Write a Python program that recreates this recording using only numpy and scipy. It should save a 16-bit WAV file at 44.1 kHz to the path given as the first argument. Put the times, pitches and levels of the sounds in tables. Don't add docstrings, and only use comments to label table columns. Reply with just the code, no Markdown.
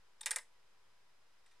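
import sys
import numpy as np
from scipy import signal
from scipy.io import wavfile
from scipy.ndimage import uniform_filter1d

SR = 44100
rng = np.random.default_rng(int(sys.argv[2]) if len(sys.argv) > 2 else 0)


def to_wav(s):
    ch = np.atleast_2d(s).T
    pcm = np.round(np.clip(ch, -1, 1) * 32767)
    wavfile.write(sys.argv[1], SR, pcm.astype(np.int16))


def invert_db(level):
    return 10 ** (np.asarray(level, dtype=float) / 20)


N = 70560
TOUCH_SAMPLES = 6000


def rms_one(x):
    return x / np.sqrt(np.mean(x ** 2) + 1e-20)


def at_hz(points, hz):
    point_hz, value = np.array(points).T
    return np.interp(np.log(hz), np.log(point_hz), value)


def ring(clicks, hz, t60):
    radius, angle = invert_db(-60 / (t60 * SR)), 2 * np.pi * hz / SR
    feedback = [1, -2 * radius * np.cos(angle), radius ** 2]
    return signal.lfilter([0, np.sin(angle)], feedback, clicks + 1e-18)


def chatter(t60):
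    clicks_per_s, start_db, spread_db = 6000, -11, 3.5
    t = np.arange(TOUCH_SAMPLES) / SR
    luck_db = spread_db * np.minimum(rng.exponential(1, TOUCH_SAMPLES), 4)
    grains = invert_db(luck_db) * rng.choice([-1, 1], TOUCH_SAMPLES)
    hits = rng.random(TOUCH_SAMPLES) < clicks_per_s / SR
    clicks = grains * hits * invert_db(start_db - 60 * t / max(t60, .002))
    clicks[0] = 1
    energy = 1 + clicks_per_s * invert_db(start_db) ** 2 * t60 / 3
    return clicks * np.sqrt(energy / np.sum(clicks ** 2))


def strike(clicks, modes, level_db, tilt):
    level_spread_db, pitch_spread = 1.5, .005
    width_db = -11.5
    out = np.zeros((2, TOUCH_SAMPLES))
    middle_hz = modes[len(modes) // 2][0]
    for k, (hz, mode_db, t60) in enumerate(modes):
        level_luck, side_luck, pitch_luck = rng.standard_normal(3)
        tilt_db = tilt * np.log2(hz / middle_hz)
        gain = invert_db(level_db + mode_db + tilt_db + level_spread_db * level_luck)
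        tone = gain * ring(clicks, hz * (1 + pitch_spread * pitch_luck), t60)
        side = invert_db(width_db) * np.sign(side_luck) * hz / 8000
        out += (-1) ** k * tone * [[1], [side]]
    return out


# frequency in Hz, level within its part in dB, t60 in seconds.
DISC = [(6580, -8.5, 0.0055), (7060, -9, 0.012), (7130, -2, .008), (8080, -2.5, 0.0094), (8820, -7.5, .008),
        (9460, -11, 0.007), (9950, -6.5, .007), (10920, -11.5, 0.0082), (11900, -19, .004),
        (13000, -16, .003), (14700, -29, .003)]
FRAME = [(3120, -6, 0.0093), (3960, -5, .008), (4480, -4, 0.011), (5100, 0, 0.0062), (6070, -5, .006)]
BOARD = [(460, -20.5, 0.036), (509, -18.5, 0.037), (601, -23, 0.035), (730, -22, .025), (990, -16, .03),
         (1172, -13, .018), (1620, -5, 0.016), (1712, -10, 0.026), (1862, -5.5, 0.02), (2040, -6, 0.021),
         (2320, -2.5, 0.0078), (2940, -6.5, 0.007)]


def touch(clicks, db, board_db, frame_db, seat):
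    disc_part_db, frame_part_db, board_part_db = -8.5, -8, -3
    _, ring_db, ping_db, knock_db, board_tilt = seat
    disc_modes = [(8772, ring_db, 0.014)] + DISC
    frame_modes = [(3696, ping_db, 0.016)] + FRAME
    board_modes = BOARD[:4] + [(899.6, knock_db, 0.032)] + BOARD[4:]
    disc = strike(clicks, disc_modes, db + disc_part_db, 0)
    frame = strike(clicks, frame_modes, db + frame_part_db + frame_db, 0)
    board = strike(clicks, board_modes, db + board_part_db + board_db, board_tilt)
    return disc + frame + board


# start in seconds, level in dB, board (mostly under 3 kHz) against that in dB,
# frame (about 3 to 6.5 kHz) against that in dB, chatter t60 in seconds.
TOUCHES = [(0.2095, -41.5, -14.5, -2, .008), (.2122, -37, -15, -8, 0.0079), (.2155, -41, -15, -20, 0.013),
           (.2317, -51.5, -3, 4.5, .04), (.2594, -22, -14.5, -11.5, 0.024), (.2622, -30.5, -7, -8, 0.023),
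           (.2660, -31.5, -6, -3.5, 0.045), (.2790, -45.5, -1, -6, 0.036), (.2900, -59, 12, -9, 0.041),
           (.3086, -25.5, -11, -2, 0.0029), (.3113, -27, -8.5, -4.5, 0.036),
           (.3150, -31, -19.5, -12.5, 0.016), (.3290, -53.5, 8, 8, 0.061),
           (0.36, -20.5, -15.5, -7.5, 0.0068), (.3617, -26, -12, -21, 0.027), (.3655, -33.5, -5, -9, 0.033),
           (.3710, -50, 4, 0.5, 0.031), (.3843, -42, 0, 0, 0.033), (1.4610, -64, -7, -0.5, 0.059),
           (1.4780, -80.5, -4, 7, 0.6), (1.5130, -70, -3, -3, 0.12)]
# in force from this time in seconds, level of its clearest disc ring in dB, frame ping in dB,
# board knock in dB, tilt of the board modes in dB per octave.
SEATS = [(.2, 2.5, 3, -5.5, 1.5), (.224, -2, -3, -13.5, 0.5), (.30, 4, -9, -12, 0),
         (.35, -0.5, -11, -15.5, -0.5), (1.4, 2, -4, -14, 2)]


def discs():
    thin_below_hz, dull_above_hz = 400, 15500
    pan_db = -0.35
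    out = np.zeros((2, N + TOUCH_SAMPLES))
    for s, db, board_db, frame_db, chatter_t60 in TOUCHES:
        seat = [row for row in SEATS if row[0] <= s][-1]
        start = int(s * SR)
        sound = touch(chatter(chatter_t60), db, board_db, frame_db, seat)
        out[:, start:start + TOUCH_SAMPLES] += sound
    thin = signal.butter(6, thin_below_hz, "high", fs=SR, output="sos")
    dull = signal.butter(8, dull_above_hz, fs=SR, output="sos")
    mid, side = signal.sosfilt(np.vstack([thin, dull]), out[:, :N])
    return np.array([mid + side, mid - side]) * invert_db(pan_db * np.array([[.5], [-.5]]))


def room(x):
    level_db, t60_s, build_s, width = -10.5, 0.17, 0.0021, 0.16
    t = np.arange(SR // 3) / SR
    envelope = invert_db(-60 * t / t60_s) * (1 - np.exp(-t / build_s))
    mid, side = rng.standard_normal((2, len(t))) * envelope
    mid = mid / np.linalg.norm(mid)
    side = width * side / np.linalg.norm(side)
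    left = signal.fftconvolve(x, mid + side)[:N]
    right = signal.fftconvolve(x, mid - side)[:N]
    return invert_db(level_db) * np.array([left, right])


# frequency in Hz, relative level in dB per Hz.
HISS = [(18, -23.5), (30, -0.5), (190, -8), (240, -14), (437, -5), (735, -6), (978, -3), (1110, -4),
        (1300, -4), (4650, -11.5), (5030, -13), (12200, -22), (15000, -39)]
# frequency in Hz, left-right correlation (1 is mono).
LIKENESS = [(60, 0.58), (180, 0.8), (550, 0.9), (1650, 0.41), (4970, 0.048), (15000, 0.061)]


def hiss():
    level_db, top_hz, settle = -73.5, 12750, 4000
    out = 0
    edges = 25 * 2 ** np.arange(0, 9.4, 1 / 3)
    white = rng.standard_normal((2, 2, N + settle))
    for k, (low, high) in enumerate(zip(edges, edges[1:])):
        band = signal.butter(2, [low, high], "band", fs=SR, output="sos")
        mid, side = signal.sosfilt(band, white[k % 2])[:, settle:]
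        hz = np.sqrt(low * high)
        alike = np.clip(at_hz(LIKENESS, hz), -1, 1)
        stereo = np.sqrt(1 + alike) * mid + np.sqrt(1 - alike) * side * [[1], [-1]]
        out = out + invert_db(at_hz(HISS, hz)) * stereo
    out = signal.sosfilt(signal.ellip(8, 1, 40, top_hz, fs=SR, output="sos"), out)
    return invert_db(level_db) * rms_one(out)


def drone():
    hz, width_hz, level_db = 984, 7.1, -87.5
    t60 = np.log(1000) / np.pi / width_hz
    return invert_db(level_db) * rms_one(ring(rng.standard_normal(N), hz, t60))


def cricket():
    top_hz, sag_hz, waver_hz, level_db = 5088, 80, 24, -90
    start_s, period_s, stroke_share = -.0145, .0603, .68
    part = ((np.arange(N) / SR - start_s) / period_s % 1) / stroke_share
    stroke = np.sqrt(np.clip(np.sin(np.pi * np.minimum(part, 1)), 0, 1))
    waver = rms_one(uniform_filter1d(rng.standard_normal(N), size=300))
    hz = top_hz - sag_hz * part + waver_hz * waver
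    tone = np.sin(2 * np.pi * np.cumsum(hz) / SR)
    return invert_db(level_db) * rms_one(stroke * tone)


def scene():
    near = discs()
    return near + room(near.mean(axis=0)) + hiss() + drone() + cricket()


def top_cut(x):
    return signal.sosfilt(signal.butter(12, 16340, fs=SR, output="sos"), x)


def record(dry):
    offset = -.00069
    mix = dry + offset
    return top_cut(mix)


dry = scene()
out = record(dry)
to_wav(out)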